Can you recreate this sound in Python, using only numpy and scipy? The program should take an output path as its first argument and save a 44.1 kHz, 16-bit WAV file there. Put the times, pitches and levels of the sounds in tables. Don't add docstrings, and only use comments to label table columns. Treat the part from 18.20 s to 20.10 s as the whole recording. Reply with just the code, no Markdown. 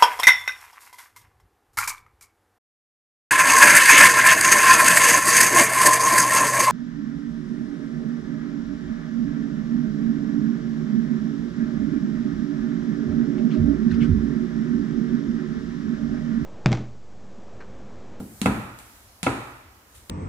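import sys
import numpy as np
from scipy import signal
from scipy.fft import rfft, irfft, next_fast_len
from scipy.io import wavfile

SR = 44100
rng = np.random.default_rng(int(sys.argv[2]) if len(sys.argv) > 2 else 0)


def digitize_waveform(pressure):
    field = np.atleast_2d(pressure).T
    bounded = np.clip(field, -1, 1)
    quanta = np.round(bounded * 32767).astype(np.int16)
    wavfile.write(sys.argv[1], SR, quanta)


N = 83790
T = np.arange(N) / SR


def from_db(db):
    return 10 ** (np.asarray(db) / 20)


def rms_one(x):
    return x / np.sqrt(np.mean(x ** 2) + 1e-20)


def at_hz(points, hz, column=1):
    points = np.array(points)
    return np.interp(np.log(np.maximum(hz, 1)), np.log(points[:, 0]), points[:, column])


def dying(start_s, t60_s):
    return (T >= start_s) * from_db(-60 * np.maximum(T - start_s, 0) / t60_s)


def strike(start_s, hz, t60_s, contact_s, sag_per_s=0):
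    t = np.clip(T - start_s, 0, 2 * t60_s)
    swell = 1 - np.exp(-t / contact_s)
    return dying(start_s, t60_s) * swell * np.sin(2 * np.pi * hz * t * (1 - sag_per_s * t / 2))


def colour(x, points):
    size = next_fast_len(N)
    hz = np.arange(size // 2 + 1) * SR / size
    return irfft(rfft(x, size) * from_db(at_hz(points, hz)), size)[..., :N]


def drift(rate_hz):
    steps = rng.standard_normal(int(2 * rate_hz * N / SR) + 3)
    return np.interp(T * 2 * rate_hz, np.arange(len(steps)), steps)


# (freq_hz, correlation)
LIKENESS = [(60, 0.99), (180, 0.93), (550, 0.63), (1650, -0.056), (4970, -0.18), (15000, 0.3)]
EDGES_HZ = 28 * 2 ** np.arange(0, 9.6, .4)


def stereo_bands(gain):
    out, white = 0, rng.standard_normal((2, 2, N))
    for k, (low, high) in enumerate(zip(EDGES_HZ, EDGES_HZ[1:])):
        band = signal.butter(2, [low, high], "band", fs=SR, output="sos")
        mid, side = signal.sosfilt(band, white[k % 2])
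        hz = np.sqrt(low * high)
        alike = np.clip(at_hz(LIKENESS, hz), -1, 1)
        stereo = np.sqrt(1 + alike) * mid + np.sqrt(1 - alike) * side * [[1], [-1]]
        out = out + gain(hz) * stereo
    return out


# (freq_hz, density_db_per_hz)
HISS = [(18, -37), (30, -6), (86, -4), (138, -21.5), (204, -13.5), (415, -18.5), (449, -19), (913, -17.5),
        (988, -20.5), (1350, -19), (2830, -26), (9710, -25.5), (16000, -28)]
# (time_s, level_db)
TREBLE = [(0, 3.5), (.2, 8), (.5, 0), (.75, 4.5), (1.0, -1.5), (1.3, 0), (1.45, -4), (1.65, -3),
          (1.78, 0.5), (1.9, 0)]
HISS_DB, TREBLE_HALF_HZ = -52, 4000
RUMBLE_PATCHY_DB, HISS_PATCHY_DB = 2.5, 1.5


def hiss():
    treble_db = np.interp(T, *np.transpose(TREBLE))
    rumble_drift = drift(7.3)

    def gain(hz):
        patchy_db = RUMBLE_PATCHY_DB * rumble_drift if hz < 120 else HISS_PATCHY_DB * drift(5.5)
        treble_share = hz ** 2 / (hz ** 2 + TREBLE_HALF_HZ ** 2)
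        return from_db(at_hz(HISS, hz) + patchy_db + treble_db * treble_share)

    return from_db(HISS_DB) * rms_one(stereo_bands(gain))


# (freq_hz, level_db, t60_s)
ROOM = [(60, 2, 0.37), (109, -3, 0.7), (202, 0.5, 0.46), (333, 0, 0.76), (496, -1, 0.69), (700, 3.5, 0.8),
        (1050, 2.5, 1), (1430, 0, 0.89), (1670, -3, 1), (2170, 2, 1), (3240, -5, 0.95), (4950, -3, 0.76),
        (10400, -3.5, 0.69), (15000, -14.5, 0.85)]
ROOM_DB, EARLY_DB, EARLY_T60_S, FIRST_ECHO_S = 2.5, -3, .1, .0055


def room(x):
    def gain(hz):
        tail = dying(FIRST_ECHO_S, at_hz(ROOM, hz, column=2))
        early = from_db(EARLY_DB) * dying(FIRST_ECHO_S, EARLY_T60_S)
        return from_db(at_hz(ROOM, hz)) * (tail + early)

    echo = stereo_bands(gain)
    echo = echo / np.sqrt(np.sum(echo ** 2) / 2)
    return from_db(ROOM_DB) * signal.fftconvolve(echo, x[None], axes=1)[:, :N]


# (freq_hz, level_db)
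GRIT = [(300, -6), (1000, -7.5), (2500, -3.5), (3600, -1), (5500, -10), (7500, -2), (10500, -1.5),
        (15000, -15)]
GRAINS_PER_S = 7000


def grains():
    clicks = (rng.random((2, N)) < GRAINS_PER_S / SR) * rng.standard_normal((2, N))
    return rms_one(colour(clicks, GRIT))


GRIT_SEND_DB = 18.5


def echo_clicks():
    clicks = np.zeros((1, N))
    starts_s = [row[0] for table in (HEELS, SOLES, SCUFFS) for row in table]
    clicks[0, [int((start_s + .0004) * SR) for start_s in starts_s]] = 1
    click = colour(clicks, GRIT)
    return from_db(GRIT_SEND_DB) * click / np.sqrt(np.sum(click ** 2) / np.sum(clicks))


def tinted(grit, treble_db):
    treble = signal.sosfilt(signal.butter(2, 5000, "high", fs=SR, output="sos"), grit)
    return grit + (from_db(treble_db) - 1) * treble


# (start_s, level_db, t60_s, treble_db, swell_s)
SCUFFS = [(0.588, -30.5, 0.011, 1, 0.0002), (1.741, -47, 0.3, 1, 0.0089)]


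def scuffs(grit, ring):
    out = 0
    for start_s, level_db, t60_s, treble_db, swell_s in SCUFFS:
        swell = 1 - np.exp(-np.maximum(T - start_s, 0) / (ring * swell_s))
        out = out + from_db(level_db) * tinted(grit, treble_db) * dying(start_s, ring * t60_s) * swell
    return out


# (freq_hz, level_db, t60_s)
CLAP = [(486, -4, .04), (635, -8, 0.037), (712, -11, 0.051), (826, -1.5, 0.015), (1030, -20, 0.02),
        (1316, 4, 0.023), (2033, -8.5, 0.06), (2181, -4, 0.035), (2600, -4.5, 0.036), (3380, -11, 0.029),
        (3930, -13, 0.012), (4840, -41, 0.012)]


def tile(start_s, clap_db, tilt_db_per_octave, lags_s, ring):
    out = 0
    for k, ((hz, level_db, t60_s), lag_s) in enumerate(zip(CLAP, lags_s)):
        mode_db = clap_db + level_db + tilt_db_per_octave * np.log2(hz / 1000)
        out = out - (-1) ** k * from_db(mode_db) * strike(start_s + lag_s, hz, ring * t60_s, .0001)
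    return out


# (start_s, thud_db, thud_pitch_hz, clap_db, clap_tilt_db_per_octave, boom_db, puff_db,
#                 puff_treble_db)
SOLES = [(.002, -29.5, 198, -39.5, -10.5, -38, -50, -2), (0.2583, -14, 199, -13.5, -2.5, -21, -28.5, -6),
         (1.0647, -20.5, 267.3, -14, -3, -25, -35, -14)]
# (pitch_multiple, level_db, t60_s)
THUD = [(1.002, 3, 0.2), (1.239, -1, 0.14)]
# (freq_hz, level_db, t60_s, swell_s)
BOOM = [(51.6, -18, 1, 0.021), (95.8, -4, 0.15, 0.0043), (119.1, 6.5, .25, 0.015)]
SOLE_CONTACT_S, PUFF_T60_S = .0013, .084


def soles(grit, late_s, ring):
    out = 0
    for landing, lags_s in zip(SOLES, late_s):
        start_s, thud_db, pitch_hz, clap_db, tilt_db, boom_db, puff_db, treble_db = landing
        for multiple, level_db, t60_s in THUD:
            thud = strike(start_s, pitch_hz * multiple, ring * t60_s, SOLE_CONTACT_S)
            out = out + from_db(thud_db + level_db) * thud
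        out = out + tile(start_s, clap_db, tilt_db, lags_s, ring)
        for hz, level_db, t60_s, swell_s in BOOM:
            boom = strike(start_s, hz, max(ring, .5) * t60_s, swell_s)
            out = out + from_db(boom_db + level_db) * boom
        out = out + from_db(puff_db) * tinted(grit, treble_db) * dying(start_s, ring * PUFF_T60_S)
    return out


# (start_s, thud_db, thud_pitch_hz, grit_db, grit_treble_db)
HEELS = [(0.2158, -14.5, 217, -25.5, -6.5), (1.030, -22, 191, -23.5, -16), (1.8965, -25, 216, -30, -27)]
HEEL_T60_S, HEEL_CONTACT_S, HEEL_SAG_PER_S = .11, .0015, 5.0
CRUNCH_S, CRUNCH_T60_S = .0025, .006
DRAG_DB, DRAG_T60_S = -13, .066
KNOCK_DB = -11.5


def heels(grit, late_s, ring):
    out = 0
    for (start_s, thud_db, pitch_hz, grit_db, treble_db), lags_s in zip(HEELS, late_s):
        crunch_end_s = start_s + ring * CRUNCH_S
        held = (T >= start_s) * (T < crunch_end_s)
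        crunch = np.maximum(held, dying(crunch_end_s, ring * CRUNCH_T60_S))
        drag = from_db(DRAG_DB) * dying(start_s, ring * DRAG_T60_S)
        thud = strike(start_s, pitch_hz, ring * HEEL_T60_S, HEEL_CONTACT_S, HEEL_SAG_PER_S)
        out = out + from_db(thud_db) * thud
        out = out + tile(start_s, grit_db + KNOCK_DB, -2.7, lags_s, ring)
        out = out + from_db(grit_db) * tinted(grit, treble_db) * (crunch + drag)
    return out


CLAP_SPREAD_S = .004242
MIC_LAG_S = .0003
WALL_BLUR = .22


def feet(grit, late_s, ring):
    heel_late_s = late_s[len(SOLES):]
    return heels(grit, heel_late_s, ring) + soles(grit, late_s, ring) + scuffs(grit, ring)


def scene():
    chance = rng.random((len(SOLES) + len(HEELS), len(CLAP), 3, 1))
    late_s = CLAP_SPREAD_S * chance[:, :, :1] ** 2 + MIC_LAG_S * chance[:, :, 1:]
    direct = feet(grains(), late_s, 1)
    to_walls = feet(echo_clicks(), 0 * late_s[:, :, :1], WALL_BLUR)
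    return direct + room(to_walls[0]) + hiss()


# (freq_hz, left_minus_right_db)
MIC_BALANCE = [(60, 1.5), (180, 0.5), (550, 1.5), (1650, -3.5), (4970, -1), (15000, 0.5)]
MIC_LOW_HZ, CUTOFF_HZ = 39.6, 16400


def record(dry):
    half = np.array(MIC_BALANCE) * [1, .5]
    both = np.array([colour(dry[0], half), colour(dry[1], half * [1, -1])])
    both = signal.sosfilt(signal.butter(3, MIC_LOW_HZ, "high", fs=SR, output="sos"), both)
    return signal.sosfilt(signal.cheby2(12, 60, CUTOFF_HZ, fs=SR, output="sos"), both)


dry = scene()
out = record(dry)
digitize_waveform(out)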